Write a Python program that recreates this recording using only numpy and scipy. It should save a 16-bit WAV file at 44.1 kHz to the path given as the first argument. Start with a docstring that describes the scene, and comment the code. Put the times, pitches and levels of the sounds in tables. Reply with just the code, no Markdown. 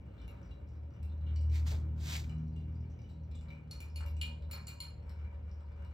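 """A magnetic stir bar knocks against a glass flask in a small living room: each blow rings the glass modes.
The glassware ticks and creeps in its clamp by stick-slip, which rings the clamp's modes.
Feet beside it shift: three short scuffs of filtered noise with grit, and a soft low thud.
A motor hums in multiples of its turning rate, swelling and fading; the stirrer whirrs faintly as noise
through two resonances. Rumble and hiss lie beneath, and two phone microphone ports pick it all up."""
import sys
import numpy as np
from scipy import signal
from scipy.fft import rfft, irfft, next_fast_len
from scipy.io import wavfile

SR = 44100
rng = np.random.default_rng(int(sys.argv[2]) if len(sys.argv) > 2 else 0)


def put_to_file(sound):
    """Save the sound as 16-bit audio at rate SR, in the file named by the first command-line argument."""
    columns = np.atleast_2d(sound).T  # one column per channel
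    safe = np.clip(columns, -1, 1)
    whole_steps = np.round(safe * 32767)
    wavfile.write(sys.argv[1], SR, whole_steps.astype(np.int16))


N = 261697
TIME = np.arange(N) / SR  # s

# Levels are relative: gains in the functions and the ports may shift them.
# Stir bar blows on the flask: [t/s, strength/dB, favoured f/Hz, emphasis/dB, second f/Hz,
# its emphasis or damping/dB, each bounce against the last/dB, clamp rattle level/dB]
FLASK_KNOCKS = [(3.711, -5.5, 5270, 9, 3580, -5.5, -33, -69),
                (3.8038, -4, 3750, -24, 10300, -10, -14, -67.5),
                (3.9592, -5, 2750, 2.5, 9500, 2.5, -8, -61), (4.2139, 0.5, 2670, 14.5, 3440, 3, -13, -64.5),
                (4.512, -3, 3000, -2.5, 14300, 11, -7, -59), (4.53, -8, 4670, 11.5, 10400, -13, -14, -66.5),
                (4.67, -7, 7400, 12, 10600, -4.5, -8, -67.5), (4.681, -5.5, 10400, -9, 5900, 0, -22, -63.5),
                (4.803, -1, 4440, 3, 2970, 5, -13, -63.5)]
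# Modes of the flask: [f/Hz, level/dB, t60/s]
FLASK_MODES = [(2200, -9, 0.018), (2421, -1, 0.037), (2852, -4, 0.062), (2933, -8.5, 0.025),
               (3580, -17.5, 0.034), (3975, -8, 0.039), (4270, 2.5, 0.043), (4335, 2, 0.085),
               (4490, -11, .018), (4900, -5, 0.023), (5820, -13.5, 0.028), (7080, -1.5, 0.06),
               (7430, -8, 0.015), (8400, -0.5, 0.0044), (10400, 9.5, 0.033), (14700, -20, .012),
               (14240, -7.5, 0.039)]
LONGEST_BOUNCE_S = 0.013
# A place of contact favours the modes within about this many octaves
CONTACT_OCTAVES = 0.21

# Slips of the glassware in its clamp: [t/s, strength/dB, favoured f/Hz, emphasis/dB, slip decay/s]
CLAMP_TICKS = [(.18, -6, 3770, 21, 0.022), (.216, -6.5, 3770, 1, 0.01), (.279, 1, 11100, 14.5, 0.0015),
               (.43, -13, 5500, 22, 0.0022), (.461, -18, 5400, 25, 0.0024), (.508, -5, 3470, 17, 0.0085),
               (.688, -16.5, 6060, 29, 0.0014), (.832, -8.5, 620, 35, 0.0026),
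               (.937, -16, 5650, 24, 0.0065), (1.029, -2.5, 10350, 19.5, 0.0067),
               (1.095, -12, 3830, 22, .012), (1.21, -16, 3900, 26, 0.012), (1.265, -2, 3440, 23, 0.024),
               (1.36, 3.5, 5055, 15, 0.001), (1.41, -3.5, 8240, 8, 0.014), (1.498, -3, 5850, 10, 0.00091),
               (2.295, 3, 7430, 8, 0.0038), (2.437, -20.5, 5700, 9, .003), (2.562, -3.5, 2000, 1.5, 0.021),
               (2.755, -15.5, 5260, 21, 0.0043), (2.9, -13.5, 6160, 26, .02), (2.99, -8, 5487, 12, .001),
               (3.018, -11.5, 5600, 21, 0.00087), (3.04, -7, 2900, 10, .02), (3.09, -7, 7800, 9, 0.027),
               (3.235, -19, 5840, 21, 0.0018), (3.313, -5, 3420, 14, 0.0065),
               (3.347, -3.5, 3630, 21, 0.009), (3.352, -4, 7800, 23, 0.0076), (3.411, -5.5, 7800, 20, 0.01),
               (3.484, -5.5, 3680, 12, 0.0022), (3.504, 5, 2280, 17.5, 0.02), (3.804, 5, 12500, 20, 0.0012),
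               (3.9, -11.5, 5340, 26, .002), (4.0605, 4.5, 11400, 11, 0.018),
               (4.1665, -1, 7800, 10, 0.0042), (4.423, -7, 4030, 13, .002), (4.683, 4, 13500, 24, 0.0017),
               (5.094, -2, 4760, 1, .003), (5.514, -10, 5180, 31, 0.0039), (5.848, -5.5, 4100, 3.5, 0.0016)]
# Modes of the clamped glassware: [f/Hz, level/dB, t60/s]
CLAMP_MODES = [(945.5, -2, 0.016), (2330, 2.5, 0.014), (2865, 3, 0.072), (3640, -11, 0.044),
               (3976, -5.5, 0.059), (4240, -9.5, 0.064), (4900, -9, 0.031), (5590, -6, 0.01),
               (7685, -6.5, 0.013), (10800, -14, 0.024), (12150, -15, .02), (14700, -20.5, .008)]
TICK_CRACK_DB = -10  # against a mode of 0 dB
SLIPS_PER_S = 520  # mean rate of the small slips in a run
# Spells of creep in the clamp: [centre t/s, width/s, level/dB]
CREEP_SPELLS = [(0.317, 0.46, -69), (1.593, 0.53, -69.5), (2.27, 0.14, -71.5), (3.512, 0.13, -71.5),
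                (0.95, 0.043, -68), (5.097, 0.04, -70.5), (5.263, 0.23, -71), (5.556, 0.034, -73),
                (5.847, 0.3, -70)]
CREEP_REST_DB = -79
# Rattle after a knock: delay to its peak, and width
RATTLE_DELAY_S, RATTLE_WIDTH_S = 0.034, 0.041
# Colour of the creep: [f/Hz, level/dB]
CREEP_COLOUR = [(300, -14.5), (700, 5.5), (1500, 8.5), (2400, -4.5), (4000, -16.5), (6000, -18.0),
                (8000, -17), (12000, -26.5)]

# Slides of the sole: [start t/s, attack/s, hold/s, level/dB, favoured f/Hz, emphasis/dB]
SOLE_SLIDES = [(1.492, 0.064, 0.012, -57, 2170, 5.5), (1.648, 0.028, 0.042, -53.5, 1400, 1),
               (1.951, 0.17, 0.04, -46.5, 4300, 0.5)]
# Spectrum of the rubbing sole: [f/Hz, level/dB]
SOLE_SPECTRUM = [(200, -25), (400, -12), (700, 2), (1200, -4.5), (1800, 0), (2500, 1), (3300, 2), (4300, 3),
                 (6000, -0.5), (8000, 1.5), (10000, -11), (12500, -8.5), (15500, -16)]
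# Resonances of the sliding sole: [f/Hz, width/Hz, level/dB]
SOLE_RESONANCES = [(2300, 320, 3.5), (3630, 170, -2), (4640, 400, -4.5)]
SCUFF_T60_S, SCUFF_CURVE = 0.27, 1.83  # decay, and exponent of the rise
GRIT_PER_S, GRIT_DB = 260, -6  # mean grain rate, and level against the rubbing noise
# Spectrum of the footfall: [f/Hz, level/dB]
STEP_SPECTRUM = [(40, -5.5), (110, 15), (250, -23), (450, -12.5), (900, -19.5), (2000, -56)]
STEP_S, STEP_DB, STEP_T60_S = 1.712, -34, 0.35

# Turning rate of the motor: [t/s, f/Hz]
MOTOR_SPEED = [(0, 37.88), (1, 38.34), (1.6, 38.61), (2.3, 38.75), (2.8, 40.19), (3.5, 38.59), (4.2, 38.28),
               (4.8, 37.85), (5.93, 37.67)]
# Hum at twice the turning rate: [t/s, level/dB]
HUM_LEVEL = [(0.0, -53), (0.2, -59), (0.87, -43.5), (0.96, -54), (1.03, -37.5), (1.2, -39.5), (1.26, -34),
             (1.52, -29), (1.8, -35), (2.5, -42.5), (2.8, -40.5), (3.0, -50.5), (3.41, -44), (3.77, -57),
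             (3.96, -39), (4.19, -36), (4.35, -46.5), (4.44, -41.5), (4.72, -53.5), (5.25, -42),
             (5.93, -45)]
# Buzz in the even multiples from the 4th: [t/s, level/dB before each share]
BUZZ_LEVEL = [(0.0, -81), (0.78, -73), (0.98, -62), (1.6, -56.5), (1.88, -46), (2.13, -50), (2.2, -47.5),
              (2.44, -41), (3.04, -58), (3.35, -52), (3.68, -50), (3.85, -67.5), (3.97, -57.5),
              (4.37, -52.5), (4.48, -60), (4.62, -56), (5.35, -68.5)]
# Rotor wobble in the odd multiples from the 3rd: [t/s, level/dB before each share]
WOBBLE_LEVEL = [(0, -60.5), (1.1, -54), (1.6, -41.5), (2.15, -47.5), (2.9, -49.5), (3.45, -60),
                (5.93, -56.5)]
# Shares of the 3rd to 6th multiple, against the wobble (odd) or the buzz (even): [level/dB]
MULTIPLE_SHARES = [-2.5, -1, -16.5, -12.5]
# Whirr of the stirrer: [t/s, level/dB]
WHIRR_LEVEL = [(0, -74.5), (1.2, -71.5), (2.7, -79), (3.5, -71.5), (4.3, -67), (5.93, -70.5)]
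# Resonances of the stirrer's case: [f/Hz, width/Hz, level/dB, trend/(dB/s), share of the swell]
CASE_RESONANCES = [(563, 15, 6.5, -0.55, 0.77), (948.4, 35, -9, 1, 1)]
# Drive swell: turns per s, t/s of a peak, and rise or fall about the mean at a share of 1
STIR_TURNS_PER_S, STIR_PEAK_S, STIR_SWELL_DB = 3.82, 4.04, 4.5

# Spectrum of the room's rumble and hiss: [f/Hz, level/dB]
AIR_SPECTRUM = [(20, -28), (36, -25), (56, 8), (75, 4), (100, 3), (135, -17), (180, -5.5), (300, -23),
                (480, -20), (800, -28), (1300, -44), (2500, -38.5), (5000, -62.5), (15000, -68)]
# Swell of the low-middle room noise: [t/s, level/dB]
LOW_MIDDLE_LEVEL = [(0, -61.5), (1.0, -62), (1.85, -56.5), (2.75, -59), (3.1, -64), (4.5, -66.5),
                    (5.4, -70.5)]
# Spectrum of the low-middle room noise: [f/Hz, level/dB]
LOW_MIDDLE_SPECTRUM = [(60, -26.0), (120, 13.5), (200, -2), (300, 2.5), (450, -15.0), (900, -22.5), (3000, -49)]
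ROOM_T60_S, ROOM_TOP_T60_S = 0.37, 0.21  # below and above 6500 Hz
DIRECT_DB = -4  # direct sound against the whole echo tail
# Phase by which the left port leads: [f/Hz, phase/rad]
PORT_PHASE_LEAD = [(55, 0), (150, .15), (430, 0.6), (550, 1.6), (700, 3.2), (950, 6.4), (1400, 6.3),
                   (2400, 3.6), (3400, .3), (4300, -.6), (6200, -.8), (8300, -2.45), (10450, -3.65),
                   (11500, -3.9), (13200, -6.28)]
# Part that the ports do not share: [f/Hz, level/dB]
PORT_UNSHARED = [(60, -26), (125, -17.5), (250, -12), (500, -3), (1000, -2), (2200, -3), (4000, -6.5),
                 (8000, -35.5)]
# Left port against the right: [f/Hz, level difference/dB]
PORT_LEVELS = [(130, 0.7), (250, -0.3), (500, 3.5), (1000, 3), (2200, 0), (4000, -0.4)]
TOP_HZ = 15900


def knocks(gain_db, crack_db, scatter_db, detune):
    """Repeated impact: the bar hits the flask and bounces twice within milliseconds, ever weaker."""
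    track = np.zeros(N)
    for s, strength_db, hz, emphasis_db, second_hz, second_db, rebound_db, _ in FLASK_KNOCKS:
        for bounce in range(3):
            blow = strike(FLASK_MODES, crack_db, scatter_db, detune)
            blow = contact(blow, hz, emphasis_db)
            blow = contact(blow, second_hz, second_db)
            add(track, blow * undb(gain_db + strength_db + bounce * rebound_db), s)
            s += LONGEST_BOUNCE_S * rng.uniform(.6, 1)
    return track


def strike(modes, crack_db, scatter_db, detune):
    """Modal superposition: a blow is a short noise crack plus exponentially decaying modes."""
    t = TIME[:SR // 5]
    hz, db, t60 = np.transpose(modes)[:, :, None]
    size, shift, phase = rng.standard_normal((3, len(modes), 1))
    rings = np.sin(2 * np.pi * (hz * (1 + detune * shift) * t + phase)) * decay(t, t60)
    rings /= np.sqrt(np.sum(rings ** 2, axis=1, keepdims=True))  # equal energy before their levels
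    burst = rng.standard_normal(len(t)) * np.exp(-t / 0.0012)
    crack = bandpass(burst, 600, 8500)
    crack = undb(crack_db) * crack / np.linalg.norm(crack)
    return np.sum(rings * undb(db + scatter_db * size), axis=0) + crack


def contact(x, hz, emphasis_db):
    """Mode shapes: the place of contact boosts or damps the modes near one frequency."""
    bands = np.geomspace(500, 16000, 61)
    octaves = np.log2(bands / hz)
    bump_db = emphasis_db * np.exp(-.5 * (octaves / CONTACT_OCTAVES) ** 2)
    padding = next_fast_len(len(x) + SR // 20) - len(x)
    return colour(np.pad(x, (0, padding)), np.transpose([bands, bump_db]))[:len(x)]


def ticks(table, gain_db, scatter_db, detune, run_db):
    """Stick-slip: the glass lets go with a tick, and a run of smaller slips chirps in the same modes."""
    track, t = np.zeros(N), TIME[:SR // 10]
    for s, strength_db, hz, emphasis_db, slip_s in table:
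        slips = undb(run_db) * rng.standard_normal(len(t))
        slips *= rng.random(len(t)) < SLIPS_PER_S / SR
        slips *= np.exp(-t / slip_s)
        slips[0] = 1
        ring = signal.fftconvolve(slips, strike(CLAMP_MODES, TICK_CRACK_DB, scatter_db, detune))
        ring = contact(ring, hz, emphasis_db)
        add(track, ring / np.linalg.norm(ring) * undb(gain_db + strength_db), s)
    return track


def small_ticks(db, spread_db, slip_s, count):
    """Chance contacts: rows for ticks at random moments, strengths and places, 3000 to 6000 Hz."""
    when, size, place = rng.random((count, 3)).T
    strength_db, hz = db + spread_db * size, 3000 * 2 ** place
    return np.transpose([when * N / SR, strength_db, hz, np.full(count, 20), np.full(count, slip_s)])


def rubbing(gain_db, ring_db, spread_db, count):
    """Stick-slip creep: many tiny slips ring now one mode, now another; each knock shakes loose more."""
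    when, size = rng.random((count, 2)).T
    slips = np.zeros(N)
    slips[(when * N).astype(int)] = undb(spread_db * size) * rng.standard_normal(count)
    creep = undb(CREEP_REST_DB)
    rattles = [(s + RATTLE_DELAY_S, RATTLE_WIDTH_S, db) for s, *_, db in FLASK_KNOCKS]
    for s, width_s, db in CREEP_SPELLS + rattles:
        creep = np.hypot(creep, undb(db) * np.exp(-((TIME - s) / width_s) ** 2))
    slips = unit(slips) * creep * undb(gain_db)
    rings = 0
    for hz, db, _ in CLAMP_MODES:
        uneven = slips * undb(4.5 * walk(25))
        rings = rings + undb(db + ring_db) * resonate(uneven, hz, hz / 35)
    return colour(slips + rings, CREEP_COLOUR)


def scuffs(gain_db, ring_db):
    """Sliding friction: uneven rubbing noise rises, holds and decays; grit crackles, resonances come and go."""
    grain_db, flutter_db, patchy_db = 1.2, 0.9, 6.5
    rub = noise(SOLE_SPECTRUM)
    for hz, width, db in SOLE_RESONANCES:
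        ring = resonate(noise(SOLE_SPECTRUM), hz, width)
        rub = rub + ring * undb(ring_db + db + patchy_db * walk(70))
    grains = rng.standard_normal(N) * (rng.random(N) < GRIT_PER_S / SR)
    rub = rub + undb(GRIT_DB) * unit(colour(room(grains), SOLE_SPECTRUM))
    out = 0
    for s, attack_s, hold_s, db, hz, emphasis_db in SOLE_SLIDES:
        rise = np.clip((TIME - s) / attack_s, 0, 1) ** SCUFF_CURVE
        fall = decay(np.maximum(TIME - s - attack_s - hold_s, 0), SCUFF_T60_S)
        slide = rub * undb(db) * rise * fall
        out = out + np.array([contact(part, hz, emphasis_db) for part in slide])
    return out * undb(gain_db + grain_db * walk(420) + flutter_db * walk(60))


def step():
    """Soft impact: the foot comes down as low noise with a fast rise and an exponential decay."""
    age = np.maximum(TIME - STEP_S, 0)
    rise = 1 - np.exp(-age / 0.0048)
    return noise(STEP_SPECTRUM) * undb(STEP_DB) * rise * decay(age, STEP_T60_S)


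def hum(hum_db, flutter_db):
    """Rotational harmonics: a hum at twice the turning rate, even multiples buzzing, odd ones from wobble."""
    turns = np.cumsum(curves(MOTOR_SPEED)[0]) / SR
    out = undb(curves(HUM_LEVEL)[0] + hum_db) * np.sin(2 * np.pi * (2 * turns + rng.random()))
    for k, share_db in enumerate(MULTIPLE_SHARES, 3):
        db = curves(WOBBLE_LEVEL if k % 2 else BUZZ_LEVEL)[0] + share_db + flutter_db * walk(14)
        out += undb(db) * np.sin(2 * np.pi * (k * turns + rng.random() + 0.079 * walk(10)))
    return np.sqrt(2) * out * np.array([[1], [0]])  # only in the part that the ports share


def whirr():
    """Forced resonance: noise from the drive excites two case modes that waver and swell once a turn."""
    drive = rng.standard_normal((2, N))
    swell_db = STIR_SWELL_DB * np.cos(2 * np.pi * STIR_TURNS_PER_S * (TIME - STIR_PEAK_S))
    out = 0
    for hz, width, db, trend, share in CASE_RESONANCES:
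        level_db = db + trend * TIME + share * swell_db + 2.2 * walk(14)
        out = out + undb(level_db) * resonate(drive, hz, width)
    out = bandpass(out, 400, 1200)
    return unit(out) * undb(curves(WHIRR_LEVEL)[0])


def background(rumble_db, low_db):
    """Stationary noise: wavering room rumble and hiss, with a slowly swelling low middle."""
    waver_db = 1.3 * walk(12)
    air = noise(AIR_SPECTRUM) * undb(rumble_db + waver_db)
    body = noise(LOW_MIDDLE_SPECTRUM) * undb(curves(LOW_MIDDLE_LEVEL)[0] + low_db)
    return air + body


def room(x):
    """Reverberation: direct sound, then dense echoes, a few stronger off the far wall; treble dies first."""
    t = TIME[:SR // 2]
    far_wall = 0.1 * np.exp(-((t - .026) / 0.011) ** 2)
    echoes = rng.standard_normal((2, len(t))) * (1 + far_wall)
    low, high = (signal.sosfilt(signal.butter(3, 6500, kind, fs=SR, output="sos"), echoes)
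                 for kind in ("low", "high"))
    tail = low * decay(t, ROOM_T60_S) + high * decay(t, ROOM_TOP_T60_S)
    tail /= np.linalg.norm(tail[0])
    tail[0, 0] += undb(DIRECT_DB)
    return signal.fftconvolve(x[None], tail, axes=1)[:, :N]


def ports(field):
    """Interchannel coherence: shared plus or minus unshared sound, with phase and level differences over f."""
    size = next_fast_len(N + SR // 10)
    shared, apart = rfft(field, size)
    sign = np.array([[1], [-1]])  # left, right
    pair = shared + sign * apart * undb(over_hz(PORT_UNSHARED, size))
    phase = np.exp(.5j * sign * over_hz(PORT_PHASE_LEAD, size))
    balance = undb(sign * over_hz(PORT_LEVELS, size) / 2)
    return irfft(pair * (phase * balance), size)[:, :N]


def undb(db):
    """Level law: decibels to amplitude gain."""
    return 10 ** (np.asarray(db) / 20)


def unit(x):
    """Normalisation: scale to rms 1."""
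    return x / np.sqrt(np.mean(x ** 2))


def decay(t, t60):
    """Exponential decay: the level falls by 60 dB in t60."""
    return np.exp(-np.log(1000) * t / t60)


def resonate(x, hz, width):
    """Simple resonator: a peak at hz with the given bandwidth."""
    return signal.lfilter(*signal.iirpeak(hz, hz / width, fs=SR), x)


def bandpass(x, low_hz, high_hz):
    """Band limitation: keep what lies between two frequencies."""
    return signal.sosfilt(signal.butter(2, [low_hz, high_hz], "band", fs=SR, output="sos"), x)


def curves(table):
    """Linear interpolation: the columns of a timed table at every sample."""
    s, *columns = np.transpose(table)
    return [np.interp(TIME, s, c) for c in columns]


def over_hz(points, size):
    """Logarithmic frequency scale: (f/Hz, value) points at the bins of a transform of this size."""
    hz, value = np.transpose(points)
    return np.interp(np.log(np.fft.rfftfreq(size, 1 / SR) + 1), np.log(hz), value)


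def colour(x, points):
    """Spectral weighting: filter by (f/Hz, level/dB) points."""
    size = x.shape[-1]
    return irfft(rfft(x) * undb(over_hz(points, size)), size)


def noise(points):
    """Incoherent sources: two unrelated noises with one spectrum, rms 1."""
    white = rng.standard_normal((2, next_fast_len(N)))
    return unit(colour(white, points)[:, :N])


def walk(rate):
    """Random modulation: chance values, rate per second, joined by lines, with a spread near 1."""
    steps = rng.standard_normal(4096)
    return np.sqrt(3 / 2) * np.interp(TIME * rate, np.arange(len(steps)), steps)


def add(track, sound, s):
    """Superposition: mix a sound into the track at time s."""
    start = max(int(s * SR), 0)
    part = sound[:max(N - start, 0)]
    track[start:start + len(part)] += part


def scene():
    """Superposition: glass heard through the room, with the feet, the motor and the room noise."""
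    glass = knocks(gain_db=-29.0, crack_db=-6.5, scatter_db=2.5, detune=0.0014)
    faint = small_ticks(db=-24.5, spread_db=6.5, slip_s=0.0041, count=55)
    contacts = np.vstack([CLAMP_TICKS, faint])
    glass += ticks(contacts, gain_db=-34.5, scatter_db=2.5, detune=0.015, run_db=-3)
    glass += rubbing(gain_db=2.0, ring_db=8.0, spread_db=23.0, count=2200)
    feet = scuffs(gain_db=-0.26, ring_db=-3.5) + step()
    motor = hum(hum_db=-0.2, flutter_db=2.5) + whirr()
    return ports(room(glass) + feet + motor + background(rumble_db=-50.0, low_db=3.5))


def record(dry):
    """Band limitation: the phone cuts the top with a steep elliptic low-pass."""
    return signal.sosfilt(signal.ellip(10, .2, 70, TOP_HZ, fs=SR, output="sos"), dry)


dry = scene()
out = record(dry)
put_to_file(out)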